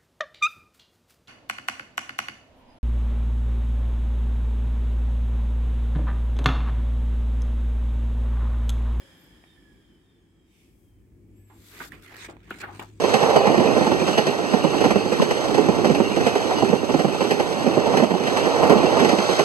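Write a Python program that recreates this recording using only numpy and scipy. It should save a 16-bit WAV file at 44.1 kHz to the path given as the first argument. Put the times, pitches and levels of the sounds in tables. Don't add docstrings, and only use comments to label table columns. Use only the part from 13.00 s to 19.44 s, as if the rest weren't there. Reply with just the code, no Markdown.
import sys
import numpy as np
from scipy import signal
from scipy.fft import rfft, irfft, next_fast_len
from scipy.io import wavfile
from scipy.ndimage import uniform_filter1d

SR = 44100
rng = np.random.default_rng(int(sys.argv[2]) if len(sys.argv) > 2 else 0)


def materialize(psi):
    bounded = np.clip(np.atleast_2d(psi).T, -1, 1)
    quanta = np.round(bounded * 32767).astype(np.int16)
    wavfile.write(sys.argv[1], SR, quanta)


N = 284004
TIME = np.arange(N) / SR


# time_s, rumble_db, roar_db, hiss_db
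ROLLING_FADERS = [(0.0, -27.5, -26, -40), (0.21, -27, -18, -35), (0.43, -27.5, -18, -39.5),
                  (1.0, -25, -26, -38), (1.332, -29, -27, -40), (1.5, -30, -26.5, -38.5),
                  (1.791, -26, -26, -38.5), (2.09, -27.5, -28.5, -41.5), (2.45, -27.5, -24.5, -37),
                  (2.76, -25, -24.5, -40.5), (3.13, -25.5, -29.5, -41.5), (3.5, -28, -23.5, -36.5),
                  (3.85, -31.5, -31, -43), (4.18, -29.5, -30.5, -41.5), (4.42, -28.5, -27.5, -39.5),
                  (4.6, -28.5, -25, -39), (4.979, -25.5, -20.5, -41), (5.08, -33, -26.5, -44.5),
                  (5.28, -28, -25, -40.5), (5.45, -25, -20, -35.5), (5.57, -26.5, -19, -36),
                  (5.68, -24.5, -19.5, -39), (5.87, -26, -18, -36.5), (6.2, -29.5, -23, -36),
                  (6.44, -30, -26.5, -34)]
def rolling(shake):
    rumble_db, roar_db, hiss_db = faders(ROLLING_FADERS)
    rumble = track_rumble(shake, rumble_db + bogie_swell(after_s=.016, half_s=.13, db=3.6))
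    roar = wheel_roar(shake, roar_db)
    hiss = contact_hiss(shake, hiss_db + bogie_swell(after_s=.31, half_s=.1, db=2.7))
    return rumble + roar + hiss + singing_wheels()


# freq_hz, gain_db
RUMBLE_EQ = [(20, -13), (43, -11), (86, 0), (130, 0), (200, 3), (300, 8), (410, 8), (480, -5.5), (600, -19)]
def track_rumble(shake, fader_db, trim_db=3):
    return unit(colour(rough_noise(shake, share=.063), RUMBLE_EQ)) * undb(fader_db + trim_db)


# freq_hz, gain_db
ROAR_EQ = [(330, -68), (430, 7.5), (490, 4.5), (600, 2), (700, -1.5), (810, -2), (1000, -9), (1300, -16.5),
           (1550, -26.5), (1800, -10.5), (2200, -24.5)]
def wheel_roar(shake, fader_db, trim_db=2):
    return unit(colour(rough_noise(shake, share=.15), ROAR_EQ)) * undb(fader_db + trim_db)


# freq_hz, gain_db
HISS_EQ = [(1200, 12.5), (1780, 8), (2300, 1.5), (2750, -6.5), (3200, 2), (3700, 2), (4600, -5), (5600, -2),
           (7500, -7), (9500, -13.5), (11500, -25), (13500, -20.5), (15500, -26)]
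def contact_hiss(shake, fader_db, trim_db=5.5, top_steadiness=.41, pivot_db=-31):
    level_db = fader_db + trim_db
    hiss = unit(colour(rough_noise(shake, share=.21), HISS_EQ)) * undb(level_db)
    top = signal.sosfiltfilt(signal.butter(2, 8500, "high", fs=SR, output="sos"), hiss)
    top_gain = undb(top_steadiness * (pivot_db - level_db))
    return hiss + top * (top_gain - 1)


# start_s, joint1_db, joint2_db, joint3_db, joint4_db, extra_crack_db
BOGIE_PASSES = [(-.228, 0, -8.5, 1.5, 0, -6), (.498, -6, 5, -2, -9.5, -11.5), (.811, -1.5, 2, 1, 1, -5),
                (1.538, 0.5, 2, -3.5, -11, -4.5), (1.852, -1, 2.5, -3.5, .5, -4.5),
                (2.58, 0.5, 1.5, -6.5, -11, -4.5), (2.897, -0.5, -1, 0, -0.5, -7),
                (3.625, 0, 1.5, -2, -5, -9.5), (3.941, -0.5, 0, -0.5, -0.5, -5.5),
                (4.667, -1, 3, -2, -31, -10), (5.001, -5.5, -1, -7, -10, 0.5),
                (5.723, -2.5, 4.5, -3.5, -11, -4.5), (6.024, -3, -2, 0, 3, -6.5)]
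# delay_s, axle_gap_s, thump_db, knock_db, crack_db, far_side_db, second_axle_db, second_crack_db
RAIL_JOINTS = [(0, .107, -14, -18.5, -28.5, -13.5, 0, -2.5), (.206, 0.069, -26, -27.5, -41, -8, 1.5, 9.5),
               (.268, .102, -24, -20, -27, -6, 4, 3), (.366, 0.092, -32, -28.5, -26.5, 3, 8, -5)]
def axle_blows():
    for start_s, *forces_db, extra_crack_db in BOGIE_PASSES:
        for force_db, joint in zip(forces_db, RAIL_JOINTS):
            delay_s, gap_s, thump_db, knock_db, crack_db, far_db, second_db, second_crack_db = joint
            for axle in (0, 1):
                hit_s = start_s + delay_s + axle * gap_s
                hit_db = force_db + axle * second_db
                edge_db = extra_crack_db + axle * second_crack_db
                yield hit_s, thump_db + hit_db, knock_db + hit_db, crack_db + hit_db + edge_db, far_db


LEAD_S = .014
# start_s, thump_db, knock_db, crack_db, far_side_db
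ACCENT_CLACKS = [(0.225, -20.5, -17, -42, -21), (.362, -19.5, -11.5, -29, 2.5),
                 (.470, -18, -16, -30.5, -14), (.545, -29, -20, -35, 4), (.579, -12, -42, -35, -10),
                 (0.602, -23, -24, -34, 0), (0.649, -22, -25, -39, -4), (.684, -20, -33, -47, -16),
                 (1.019, -19.5, -28, -48, -15), (1.39, -43, -29, -50, 11.5), (1.438, -28, -38, -48, -4),
                 (1.738, -31, -22, -45, -6), (1.842, -25, -20, -27.5, 8), (2.197, -26, -40, -48, 18),
                 (2.487, -25, -30, -49, -4), (2.545, -22.5, -23, -31, -12), (2.848, -21, -18.5, -31, -4),
                 (3.207, -24, -29, -32, 6), (3.51, -44, -25, -35, 11.5), (3.69, -20, -31, -36, 4),
                 (4.206, -31, -28, -40, -3), (4.243, -27, -22.5, -36, -13), (4.972, -18, -18.5, -25.5, -13),
                 (5.024, -12.5, -21.5, -36, -20), (5.14, -19.5, -22, -41, -18), (5.238, -27, -27, -36, -3),
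                 (5.462, -22.5, -35, -45, -6), (5.633, -20, -16, -32, -3), (5.698, -11, -16, -26.5, -8),
                 (5.720, -32, -15.5, -46, -4), (5.756, -15.5, -24, -48, -13), (5.97, -23, -19, -31.5, -6),
                 (6.049, -16, -19, -27.5, -18), (6.185, -18.5, -28, -30, -11), (6.322, -34, -25, -46, 3)]
def clacks(far_side):
    out = np.zeros(N + SR)
    for start_s, thump_db, knock_db, crack_db, far_db in [*axle_blows(), *ACCENT_CLACKS]:
        if start_s > LEAD_S:
            side_db = far_db if far_side else 0
            hit = clack(thump_db + side_db, knock_db + side_db, crack_db)
            start = int((start_s - LEAD_S) * SR)
            out[start:start + len(hit)] += hit
    return out[:N]


# freq_hz, gain_db
CRACK_EQ = [(900, -22), (1400, -3), (1870, 11.5), (2200, -1), (2850, 1), (3600, -6.5), (5500, -8),
            (7500, -13.5), (10000, -21), (15500, -32)]
def clack(thump_db, knock_db, crack_db, rise_s=.0026, chatter=.049, rattle=.6, rms_window_s=.038):
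    age = np.arange(SR // 6) / SR
    t = age - LEAD_S
    since_snap = np.maximum(t, 0)
    attack = np.exp(np.minimum(t, 0) / rise_s)
    chatter_noise, crack_noise = rng.standard_normal((2, len(t))) * attack
    force = bounces(t) + chatter * chatter_noise * fade(since_snap, t60=.13)
    body = signal.fftconvolve(force, bogie_ring(age))[:len(t)]
    body = signal.sosfilt(signal.butter(3, 122, "high", fs=SR, output="sos"), body)
    thump = signal.sosfiltfilt(signal.butter(3, 450, fs=SR, output="sos"), body, padlen=0)
    knock = body - thump
    snap_and_rattle = fade(since_snap, t60=.075) + rattle * fade(since_snap, t60=.24)
    crack = colour(crack_noise * snap_and_rattle, CRACK_EQ)
    clang = signal.fftconvolve(force, wheel_clang(age))[:len(t)]
    parts = (thump, thump_db), (knock, knock_db), (crack, crack_db), (clang, crack_db - 11)
    return sum(x * undb(db) * np.sqrt(rms_window_s * SR / np.sum(x ** 2)) for x, db in parts)


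def bounces(t, spacing_s=.0044, early_s=.0012, scatter_db=1.5, jitter=.1):
    force = np.zeros(len(t))
    for k, size in enumerate([.2, 1, 1, .8, .35, .15], start=-1):
        bounce_s = spacing_s * (k + jitter * rng.standard_normal()) - early_s
        force[np.argmin(abs(t - bounce_s))] += size * undb(scatter_db * rng.standard_normal())
    return force


# pitch_hz, level_db, t60_s
BOGIE_MODES = [(158, 1, 0.082), (180, 2.5, 0.059), (200.6, 4, 0.028), (264.6, 1.5, 0.055), (340, 3, 0.059),
               (404.5, -1, 0.16), (462, 7, 0.021), (550, 9, 0.015), (746, -7, 0.081), (834, -1.5, 0.024),
               (1057, -15, 0.039), (1336, -14.5, 0.022)]
def bogie_ring(age, detune=.031):
    out = 0
    for hz, db, t60 in BOGIE_MODES:
        gain = rng.choice([-1, 1]) * undb(db + rng.standard_normal())
        pitch_hz = hz * (1 + detune * rng.standard_normal())
        out = out + gain * fade(age, t60) * np.sin(2 * np.pi * pitch_hz * age)
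    return out


# pitch_hz, width_hz, level_db
WHEEL_MODES = [(1870, 58, -0.5), (2580, 250, -1), (2816, 240, -1.5), (4480, 440, -6.5)]
def wheel_clang(age, t60=.16, detune=.0386):
    out = 0
    for hz, _, db in WHEEL_MODES:
        pitch_hz = hz * (1 + detune * rng.standard_normal())
        out = out + undb(db) * fade(age, t60) * np.sin(2 * np.pi * pitch_hz * age)
    return out / np.sqrt(np.sum(out ** 2))


# time_s, level_db
SINGING_FADER = [(0.0, -38), (0.38, -41), (0.77, -39), (1.04, -37.5), (1.25, -39.5), (1.76, -38.5),
                 (2.25, -41), (2.53, -43), (3.2, -41), (3.46, -40.5), (3.91, -44), (4.22, -41),
                 (4.39, -45.5), (4.65, -40.5), (5.07, -43.5), (6.12, -40), (6.44, -39)]
def singing_wheels(trim_db=-2.5, wander_db=3.04):
    ring = sum(noise_band(hz, width_hz) * undb(db + wander_db * walk(30))
               for hz, width_hz, db in WHEEL_MODES)
    return ring * undb(faders(SINGING_FADER)[0] + trim_db)


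# peak_s, pitch_hz, level_db, half_length_s
FLANGE_SQUEAKS = [(0.384, 4560, -34.5, 0.021), (.45, 2480, -36.5, 0.046), (1.182, 2910, -33, 0.016),
                  (1.285, 2754, -40, 0.032), (2.968, 2620, -40, .014), (3.062, 2750, -35, 0.032),
                  (3.58, 4780, -38, 0.018), (3.595, 2880, -35.5, 0.038), (3.785, 2770, -38, .018),
                  (4.155, 2607, -40, 0.027), (5.872, 2720, -32, 0.018)]
def flange_squeaks(waver_share=.013, flutter_db=3.5, sink_share_per_s=.6):
    out = np.zeros(N)
    waver = waver_share * walk(400)
    flutter = unit(undb(flutter_db * walk(220)))
    for peak_s, hz, db, half_s in FLANGE_SQUEAKS:
        near = abs(TIME - peak_s) < .15
        pitch_hz = hz * (1 - sink_share_per_s * (TIME[near] - peak_s) + waver[near])
        tone = np.sqrt(2) * np.sin(2 * np.pi * np.cumsum(pitch_hz) / SR)
        out[near] += tone * undb(db) * hump(peak_s, half_s)[near] * flutter[near]
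    return out


# peak_s, half_length_s, centre_hz, width_hz, level_db
TREAD_GRINDS = [(.3, 0.097, 1045, 600, -28), (0.426, 0.13, 522, 450, -28.5), (5.68, 0.1, 1000, 800, -23),
                (5.7, 0.057, 480, 450, -21), (6.25, 0.41, 4440, 649.6, -41.5)]
def grinding_treads():
    out = 0
    for peak_s, half_s, hz, width_hz, db in TREAD_GRINDS:
        grit = np.sqrt(jolts(per_s=260, spread_db=3, t60=.02))
        out = out + noise_band(hz, width_hz) * grit * undb(db) * hump(peak_s, half_s)
    return out


def tock(start_s=2.199, pitch_hz=1050, level_db=-11, t60=.018):
    age = np.maximum(TIME - start_s, 0)
    return undb(level_db) * fade(age, t60) * np.sin(2 * np.pi * pitch_hz * age)


# freq_hz, left_gain_db, left_lead_rad, far_vs_direct_db
PORT_IMAGE = [(43, 0, -.35, 5), (86, -.5, -.45, 3), (130, -8, -1.2, 0), (170, -10, -1.2, -7),
              (215, -15, -1.5, -10), (300, -13, -1.5, -11), (430, -13, -1.1, -11), (600, -13, -.5, -9),
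              (800, -8, -.1, -6), (1050, 0, 0, -13), (1400, -2, .1, -5), (1700, -5, 0, -5),
              (2200, 0, 0, -13), (9000, 0, 0, -10)]
def microphone_ports(direct, scattered, lag_s=.00056):
    size = next_fast_len(N + 2048)
    left_db, lead_rad, far_db = over_hz(PORT_IMAGE, size)
    crossfeed = -np.exp(-2j * np.pi * np.fft.rfftfreq(size, 1 / SR) * lag_s)
    near = rfft(direct, size)
    far = rfft(scattered, size) * undb(far_db)
    left = near * crossfeed * undb(left_db) * np.exp(1j * lead_rad) + far
    right = near + far * crossfeed
    return irfft(np.array([left, right]) / np.sqrt(1 + undb(far_db) ** 2), size)[:, :N]


def bogie_swell(after_s, half_s, db):
    return db * sum(hump(start_s + after_s, half_s) for start_s, *_ in BOGIE_PASSES)


def noise_band(hz, width_hz, drift=.019):
    drive = rng.standard_normal(N) + 1j * rng.standard_normal(N)
    envelope = signal.sosfilt(signal.butter(2, width_hz / 2, fs=SR, output="sos"), drive)
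    phase = 2 * np.pi * np.cumsum(hz * (1 + drift * walk(10))) / SR
    return unit((envelope * np.exp(1j * phase)).real)


def jolts(per_s, spread_db, t60):
    hits = rng.random(N) < per_s / SR
    strength = undb(spread_db * np.clip(rng.standard_normal(N), -2, 2))
    decay = np.exp(-2 * np.log(1000) / (t60 * SR))
    power = signal.lfilter([1], [1, -decay], hits * strength ** 2)
    return power / power.mean()


def rough_noise(shake, share):
    return rng.standard_normal(N) * np.sqrt(1 - share + share * shake)


def walk(rate_hz):
    held = rng.standard_normal(2048)[(TIME * rate_hz).astype(int) % 2048]
    step = int(SR / rate_hz)
    return unit(uniform_filter1d(uniform_filter1d(held, step), step // 2))


def colour(x, eq):
    size = next_fast_len(len(x))
    hz = np.fft.rfftfreq(size, 1 / SR) + 1
    rolloff = 1 / (1 + (eq[0][0] / hz) ** 4) / (1 + (hz / eq[-1][0] / 2) ** 4)
    return irfft(rfft(x, size) * undb(over_hz(eq, size)[0]) * rolloff, size)[:len(x)]


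def over_hz(table, size):
    hz, *columns = np.transpose(table)
    log_bins = np.log(np.fft.rfftfreq(size, 1 / SR) + 1)
    return [np.interp(log_bins, np.log(hz), column) for column in columns]


def faders(table):
    time_s, *columns = np.transpose(table)
    return [np.interp(TIME, time_s, column) for column in columns]


def hump(peak_s, half_s):
    return np.exp(-((TIME - peak_s) / half_s) ** 2)


def fade(t, t60):
    return np.exp(-np.log(1000) * t / t60)


def undb(db):
    return 10 ** (np.asarray(db) / 20)


def unit(x):
    return x / np.sqrt(np.mean(x ** 2))


def scene():
    shake = jolts(per_s=60, spread_db=1.5, t60=.06)
    direct = rolling(shake) + clacks(far_side=False) + flange_squeaks() + grinding_treads() + tock()
    scattered = rolling(shake) + clacks(far_side=True)
    return microphone_ports(direct, scattered)


def record(dry, top_hz=15450):
    rounded = dry / (1 + dry ** 6) ** (1 / 6)
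    return signal.sosfilt(signal.ellip(10, .1, 80, top_hz, fs=SR, output="sos"), rounded)


dry = scene()
out = record(dry)
materialize(out)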